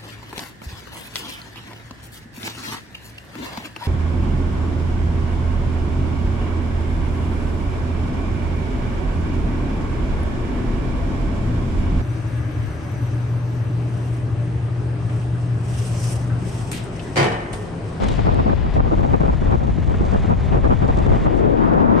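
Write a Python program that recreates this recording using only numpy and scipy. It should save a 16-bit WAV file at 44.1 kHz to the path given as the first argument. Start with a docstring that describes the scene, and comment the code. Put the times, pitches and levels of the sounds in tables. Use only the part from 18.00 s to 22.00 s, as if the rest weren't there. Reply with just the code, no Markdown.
"""Wind rumbles on the microphone and tears across its two ports in short buffets and slaps.
The microphone is on a camera riding low, just behind an electric skateboard on asphalt. Under the wind
the air-filled tyres roar, hiss and flick grit, and the motor drive whines very faintly.
Near the end the camera swings to the side of the board and the wind becomes a steady rush."""
import sys
import numpy as np
from scipy import signal
from scipy.fft import rfft, irfft
from scipy.io import wavfile
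from scipy.ndimage import uniform_filter1d, minimum_filter1d

SR = 44100
rng = np.random.default_rng(int(sys.argv[2]) if len(sys.argv) > 2 else 0)


def bounce(signal):
    """Save signal as a 16-bit WAV file at the path given by the first command-line argument."""
    frames = np.transpose(np.atleast_2d(signal))
    limited = np.clip(frames, -1, 1)
    pcm = np.round(limited * 32767).astype(np.int16)
    wavfile.write(sys.argv[1], SR, pcm)


N = 176400
T, HZ = np.arange(N) / SR, np.fft.rfftfreq(N, 1 / SR)

# Air tearing across the ports, and its crackling top (frequency [Hz], relative density [dB])
TEAR_SPECTRUM = [(80, -18), (200, 3.5), (400, 5.5), (800, 3.5), (1200, -6), (1800, -24.5), (2600, -28),
                 (4000, -55), (9000, -61.5), (13000, -100.5)]
CRACKLE_SPECTRUM = [(500, -19.5), (1200, 3.5), (1800, -5.5), (2600, -17.5), (4000, -28), (9000, -62),
                    (13000, -95.5)]
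# Crossing air pushes one port and pulls the other (frequency [Hz], left-right likeness [clipped to +-1])
TEAR_LIKENESS = [(150, -1.6), (400, -0.76), (900, -0.92), (2000, -0.73), (5000, 0.99)]
# Balance of the tearing, the thuds, and the tyres and crackle (frequency [Hz], left minus right [dB])
TEAR_LEAN = [(200, -3.5), (400, 2.5), (800, 0.5), (2000, 0)]
THUD_LEAN = [(50, 2), (120, 1.5), (250, 8.8), (600, 10)]
NEAR_CENTRE = [(300, 1.1), (2000, 0.9), (3500, .3), (8000, 1.3)]


def amp(db):
    """Decibels to gain."""
    return 10 ** (np.asarray(db) / 20)


def unit(x):
    """Scales to rms 1."""
    return x / np.sqrt(np.mean(x ** 2) + 1e-20)


def over_hz(points):
    """Reads a table on a log-frequency axis."""
    hz, value = np.transpose(points)
    return np.interp(np.log(HZ + 1), np.log(hz + 1), value)


def over_time(points):
    """Reads a curve at every sample."""
    return np.interp(T, *np.transpose(points))


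def pan(lean_db):
    """Left and right gains of constant power."""
    gains = amp(np.array([lean_db, -lean_db]) / 2)
    return gains / np.sqrt(np.mean(gains ** 2, 0))


def flutter(rate_hz, depth_db):
    """A random gain that wavers up to about the given rate."""
    band = (HZ > rate_hz / 5) / (1 + (HZ / rate_hz) ** 4)
    wobble = unit(irfft(rfft(rng.standard_normal(N)) * band, N))
    return unit(amp(depth_db * 2 * np.tanh(wobble / 2)))


def noise(spectrum, likeness, lean):
    """Stereo noise with a given colour, left-right likeness and balance."""
    a, b = rfft(rng.standard_normal((2, N)))
    same = np.clip(likeness, -1, 1)
    mid, side = a * np.sqrt(1 + same), b * np.sqrt(1 - same)
    left_right = np.array([mid + side, mid - side])
    return unit(irfft(left_right * amp(over_hz(spectrum)) * pan(over_hz(lean)), N))


def even(x, evenness, size):
    """Irons out the chance swells of a stereo noise over size samples: 0 leaves them, 1 flattens them."""
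    power = uniform_filter1d(uniform_filter1d((x ** 2).mean(0), size), size)
    swell = np.sqrt(abs(power) + 1e-9)
    return unit(x / swell ** evenness)


def ring(hz, width_hz):
    """Stereo noise in one resonance, whose centre may move."""
    slow = irfft(rfft(rng.standard_normal((2, 2, N))) / (1 + (2 * HZ / width_hz) ** 4), N)
    phase = 2 * np.pi * np.cumsum(hz * np.ones(N)) / SR
    return unit(slow[0] * np.cos(phase) + slow[1] * np.sin(phase))


def buffets():
    """Each buffet thuds right on the ports; the stronger it is, the more it tears and crackles."""
    # Buffets of wind (centre [s], length [s], relative level [dB])
    gusts = [(0.042, 0.061, -21.5), (0.11, 0.045, -25), (0.194, 0.022, -21.5), (0.28, 0.046, -17.5),
             (0.345, 0.13, -24), (0.399, 0.025, -16.5), (0.492, 0.066, -20), (0.535, 0.011, -19),
             (0.596, 0.036, -32), (0.66, 0.043, -26), (0.783, 0.054, -20), (0.805, 0.015, -15.5),
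             (0.865, 0.063, -24.5), (0.93, 0.036, -18), (1, 0.052, -21.5), (1.047, 0.032, -20),
             (1.121, 0.11, -25), (1.145, 0.019, -12.5), (1.212, 0.016, -18.5), (1.244, 0.048, -19.5),
             (1.294, 0.028, -18.5), (1.334, 0.016, -22.5), (1.429, 0.018, -24.5), (1.483, 0.066, -24),
             (1.533, 0.049, -17.5), (1.633, 0.092, -27), (1.692, 0.026, -25.5), (1.788, 0.0082, -30),
             (1.902, 0.057, -25.5), (2.041, 0.089, -24.5), (2.145, 0.038, -17.5), (2.251, 0.021, -27),
             (2.312, 0.044, -17.5), (2.556, 0.065, -18.5), (2.658, 0.031, -16.5), (2.717, 0.039, -15.5),
             (2.843, 0.036, -19), (2.897, 0.024, -17), (2.989, 0.059, -21.5), (3.118, 0.092, -19),
             (3.269, 0.026, -15)]
    # Airflow across the ports between buffets (time [s], relative level [dB])
    draught_db = [(0, -40), (1.7, -41.5), (3.2, -27.5), (4, -37)]
    # Low body of a buffet (frequency [Hz], relative density [dB])
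    thud_spectrum = [(25, -24.5), (60, -3.5), (130, 0), (230, -1.5), (350, -9), (600, -23), (1200, -35),
                     (3000, -90.5), (10000, -110)]
    squareness, full_force_db = 3.1, -17
    power = sum(amp(db - full_force_db) ** 2 * np.exp(-abs(2 * (T - centre) / length) ** squareness)
                for centre, length, db in gusts)
    force = np.sqrt(power + amp(over_time(draught_db) - full_force_db) ** 2)
    rough = flutter(rate_hz=220, depth_db=3.5)
    tear = noise(TEAR_SPECTRUM, over_hz(TEAR_LIKENESS), TEAR_LEAN) * force ** 1.016 * amp(-17)
    crackle = noise(CRACKLE_SPECTRUM, likeness=-0.38, lean=NEAR_CENTRE)
    crackle *= force ** 1.74 * rough ** 0.5 * amp(-35.5)  # grows fastest with force
    thud = even(noise(thud_spectrum, likeness=0.081, lean=THUD_LEAN), evenness=0.95, size=400)
    thud *= force ** 0.8 * amp(-18)
    return (tear + crackle) * rough + thud


def air_slaps():
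    """A slap of air hits the microphone all at once: a short crack over a hollow thump."""
    # Sudden slaps (time [s], thump gain [dB], crack gain [dB])
    slaps = [(.459, -16, -39), (0.495, -16, -27), (.928, -18, -38), (1.204, -19, -33), (1.417, -14.5, -32),
             (1.779, -18.5, -40), (1.941, -17, -31), (2.006, -13, -37), (2.243, -17, -37.5),
             (2.641, -25.5, -28.5), (2.816, -20.5, -31.5), (3.063, -14, -27), (3.258, -22, -31)]
    # Hollow body of a slap (frequency [Hz], relative density [dB])
    thump_spectrum = [(60, -29), (130, -4.5), (220, 0.5), (340, -6.5), (550, -20), (1200, -39), (4000, -90)]
    rise_s, hold_s = 0.0018, 0.0035

    def blow(start, fall_s):
        age = T - start
        return np.clip(age / rise_s, 0, 1) * np.exp(-np.maximum(age - rise_s - hold_s, 0) / fall_s)
    thump = even(noise(thump_spectrum, likeness=-0.2, lean=THUD_LEAN), evenness=0.81, size=200)
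    crack = noise(CRACKLE_SPECTRUM, likeness=-0.34, lean=NEAR_CENTRE)
    crack += noise(TEAR_SPECTRUM, over_hz(TEAR_LIKENESS), TEAR_LEAN)
    thumps = sum(amp(db) * blow(start, fall_s=0.0083) for start, db, _ in slaps)
    cracks = sum(amp(db) * blow(start, fall_s=0.004) for start, _, db in slaps)
    return thump * thumps + crack * cracks


def wind_rumble():
    """Large slow eddies press on each port with a fairly even force."""
    # Colour of the eddies (frequency [Hz], relative density [dB])
    eddy_spectrum = [(10, -32.5), (22, -7), (36, 0.5), (56, 1.5), (75, -3), (110, -4.5), (170, -11.5),
                     (300, -24), (600, -36), (1500, -53.5), (4000, -86), (10000, -110)]
    # Their weight on the left port (frequency [Hz], left minus right [dB])
    eddy_lean = [(30, 2.7), (70, 4.3), (130, 12.3), (250, 2.5)]
    # Their loudness over time (time [s], relative level [dB])
    eddy_db = [(0.0, -29), (0.1, -22.5), (3.05, -20.5), (3.07, -13), (3.17, -21.5), (3.94, -30), (4.0, -29)]
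    eddies = even(noise(eddy_spectrum, likeness=0.16, lean=eddy_lean), evenness=0.52, size=900)
    return eddies * amp(over_time(eddy_db) + 3.5) * flutter(rate_hz=25, depth_db=1.5)


def side_wind():
    """An even rush: hollow as the camera turns, opening up when it stands across the airflow."""
    # Wind while turning and once broadside (frequency [Hz], relative density [dB])
    turning_spectrum = [(30, -28), (110, -5.5), (200, -5.5), (330, -3.5), (480, -6.5), (600, -8.5),
                        (850, -15), (1200, -23.5), (4000, -55.5), (13000, -110)]
    broadside_spectrum = [(30, -18.5), (100, -5.5), (160, -2), (230, 2.5), (360, -4), (500, -7.5),
                          (950, -8.5), (1400, -18.5), (2200, -35.5), (4000, -57), (13000, -100)]
    # The first gives way to the second (time [s], level [dB])
    turning_db = [(3.1, -48), (3.33, -20.5), (3.45, -15), (3.55, -17), (3.66, -27.5), (4, -24)]
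    broadside_db = [(3.45, -68), (3.56, -25), (3.62, -14.5), (3.85, -14), (4, -14)]
    # The ports move in opposition in the midrange (frequency [Hz], left-right likeness [-1 to 1])
    rush_likeness = [(60, -0.14), (130, -0.027), (260, -0.9), (550, -0.93), (1200, -0.8), (4000, 0.15)]
    # Balance of the rush (frequency [Hz], left minus right [dB])
    rush_lean = [(80, -3), (250, 10.5), (500, 7.5), (1000, 0), (2500, 0)]
    likeness = over_hz(rush_likeness)
    turning = noise(turning_spectrum, likeness, rush_lean) * amp(over_time(turning_db))
    broadside = noise(broadside_spectrum, likeness, rush_lean) * amp(over_time(broadside_db))
    return turning + broadside


def tyres():
    """Tread roars on sandy asphalt close to the microphone, with a fizz of sand and grains of grit."""
    # Tread roar and sand fizz (frequency [Hz], relative density [dB])
    roar_spectrum = [(100, 3.5), (300, 2), (500, 1), (650, 1), (1100, -5.5), (1550, -10), (1900, -9),
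                     (2850, -16.5), (3500, -21), (4200, -29.5), (4700, -27.5), (6000, -35), (9500, -46),
                     (13000, -81)]
    fizz_spectrum = [(1500, -19), (3500, 6), (5000, -3), (6000, -1), (7400, -2.5), (8600, -8.5),
                     (9700, -10.5), (10600, -19.5), (11800, -29), (15000, -59.5)]
    # Their loudness over time, ducking briefly after the hardest gusts (time [s], relative level [dB])
    roar_db = [(0.0, -43), (0.14, -49), (0.17, -48.5), (0.27, -45.5), (0.28, -50.5), (0.78, -49.5),
               (0.79, -52), (1.54, -49.5), (1.56, -53), (2.28, -47.5), (2.31, -52), (2.55, -46),
               (2.58, -51), (3.17, -46.5), (3.55, -52.5), (3.59, -47.5), (3.9, -55), (4.0, -47.5)]
    fizz_db = [(0.0, -58), (0.04, -43), (0.05, -58), (0.09, -46), (0.1, -53), (0.12, -48), (0.29, -62),
               (0.71, -62), (0.75, -55), (0.81, -69), (0.9, -58), (1.82, -58.5), (2.09, -55.5), (2.29, -57),
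               (2.33, -60.5), (2.47, -54.5), (2.51, -59.5), (3.0, -56.5), (3.26, -56.5), (3.29, -67),
               (3.39, -54.5), (3.42, -65.5), (3.94, -66), (4.0, -62)]
    # The roar sits to the left at first (time [s], left minus right [dB])
    roar_lean = [(0, 8), (.6, 7.5), (1.2, 0), (4, -1.5)]
    # Tyre sound at the two ports (frequency [Hz], left-right likeness [-1 to 1])
    tyre_likeness = [(200, 0.18), (1500, 0.74), (4000, 1), (5500, 0.37), (8000, 0.25), (10000, .1)]
    grains_per_s, spread_db, grit_under_sand_db = 450, 4.5, 6
    likeness = over_hz(tyre_likeness)
    roar = noise(roar_spectrum, likeness, NEAR_CENTRE) * amp(over_time(roar_db) + 16)
    roar *= pan(over_time(roar_lean)) * flutter(rate_hz=22, depth_db=1.74)
    sand = noise(fizz_spectrum, likeness, NEAR_CENTRE) * flutter(rate_hz=76, depth_db=2.2)
    hits = rng.random(N) < grains_per_s / SR
    strength = amp(spread_db * np.minimum(rng.exponential(1, N), 4))
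    grains = hits * strength * rng.choice([-1, 1], N) * pan(rng.normal(0, 4, N))
    grit = unit(irfft(rfft(grains) * amp(over_hz(fizz_spectrum)), N)) * amp(-grit_under_sand_db)
    return roar + (sand + grit) * amp(over_time(fizz_db) + 2)


def stones():
    """A tyre pinches a stone and lets it go: soft crunches, and louder, fuller snaps of gravel."""
    # Stones under the tyres (time [s], level [dB], decay [s])
    crunches = [(.036, -42, .0099), (2.052, -44.5, 0.0043), (2.118, -42.5, 0.0023), (2.139, -45, .0015),
                (2.88, -41.5, .0023), (2.972, -40.5, .0028), (2.988, -42, .003), (3.065, -45, .003)]
    snaps = [(.086, -31, .005), (.345, -34, 0.0011), (.74, -34.5, 0.00083)]
    # Colour of each kind (frequency [Hz], relative density [dB])
    crunch_spectrum = [(1500, 5.5), (4000, 10), (7500, 4.5), (9500, -4), (10500, -18), (12000, -44),
                       (15000, -61)]
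    snap_spectrum = [(1500, 10), (4000, 4.5), (7000, -0.5), (9700, -3.5), (11000, -18), (12500, -22),
                     (15000, -30)]

    def pinches(events, spectrum):
        level = 0
        for peak_s, db, decay_s in events:
            age = np.maximum(2 * (T - peak_s) / decay_s + 1, 0)  # 1 at the peak
            level = level + amp(db) * age * np.exp(1 - age)
        return noise(spectrum, likeness=0.58, lean=NEAR_CENTRE) * level
    return pinches(crunches, crunch_spectrum) + pinches(snaps, snap_spectrum)


def fading_hiss():
    """A wide, bright hiss that dies away from the start."""
    # Colour of the hiss (frequency [Hz], relative density [dB])
    hiss_spectrum = [(600, -9), (1500, 6), (2600, 4), (3400, 2.5), (4400, -2.5), (5200, -3.5), (6000, -15),
                     (9500, -22.5), (13000, -51.5)]
    start_db, fade_db_per_s = -40, 13
    return noise(hiss_spectrum, likeness=0.31, lean=NEAR_CENTRE) * amp(start_db - fade_db_per_s * T)


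def tread_rasp():
    """The tread rasps in a broad, wandering resonance."""
    # The rasp peaks as the camera starts to swing (time [s], level [dB])
    rasp_db = [(1.7, -76), (3.22, -56.5), (3.4, -71)]
    centre_hz = 3533 + 120.3 * (flutter(rate_hz=6.9, depth_db=5) - 1)
    return ring(centre_hz, width_hz=480) * flutter(rate_hz=44, depth_db=5.5) * amp(over_time(rasp_db))


def motor_whine():
    """The motor drive's switching makes a thin, faint whine, pitched far above the tyres."""
    # The whine comes and goes mid-ride (time [s], level [dB])
    whine_db = [(1.0, -104), (1.15, -94), (1.4, -91), (1.65, -98), (2.05, -90), (2.45, -92), (2.7, -106),
                (3.3, -120)]
    return ring(hz=12010, width_hz=90) * amp(over_time(whine_db))


def scene():
    """Wind on the microphone over the board rolling close by."""
    wind = wind_rumble() + buffets() + air_slaps() + side_wind()
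    board = tyres() + tread_rasp() + fading_hiss() + stones() + motor_whine()
    return wind + board


def record(dry):
    """The camera's limiter ducks everything after the hardest gusts; the top treble is then cut off."""
    limit_db, recover_db_per_s, edge_fade_s, cutoff_hz = -2.5, 50, 0.002, 14900
    over_db = np.maximum(20 * np.log10(abs(dry).max(0) + 1e-9) - limit_db, 0)
    recovery_db = T * recover_db_per_s
    held_db = np.maximum.accumulate(over_db + recovery_db) - recovery_db
    gain_db = uniform_filter1d(minimum_filter1d(-held_db, size=160), size=160)
    edges = np.minimum(np.minimum(T, T[-1] - T) / edge_fade_s, 1)
    treble_cut = signal.firwin(511, cutoff_hz, window=("kaiser", 9), fs=SR)
    return signal.oaconvolve(dry * amp(gain_db) * edges, treble_cut[None], "same")


dry = scene()
out = record(dry)
bounce(out)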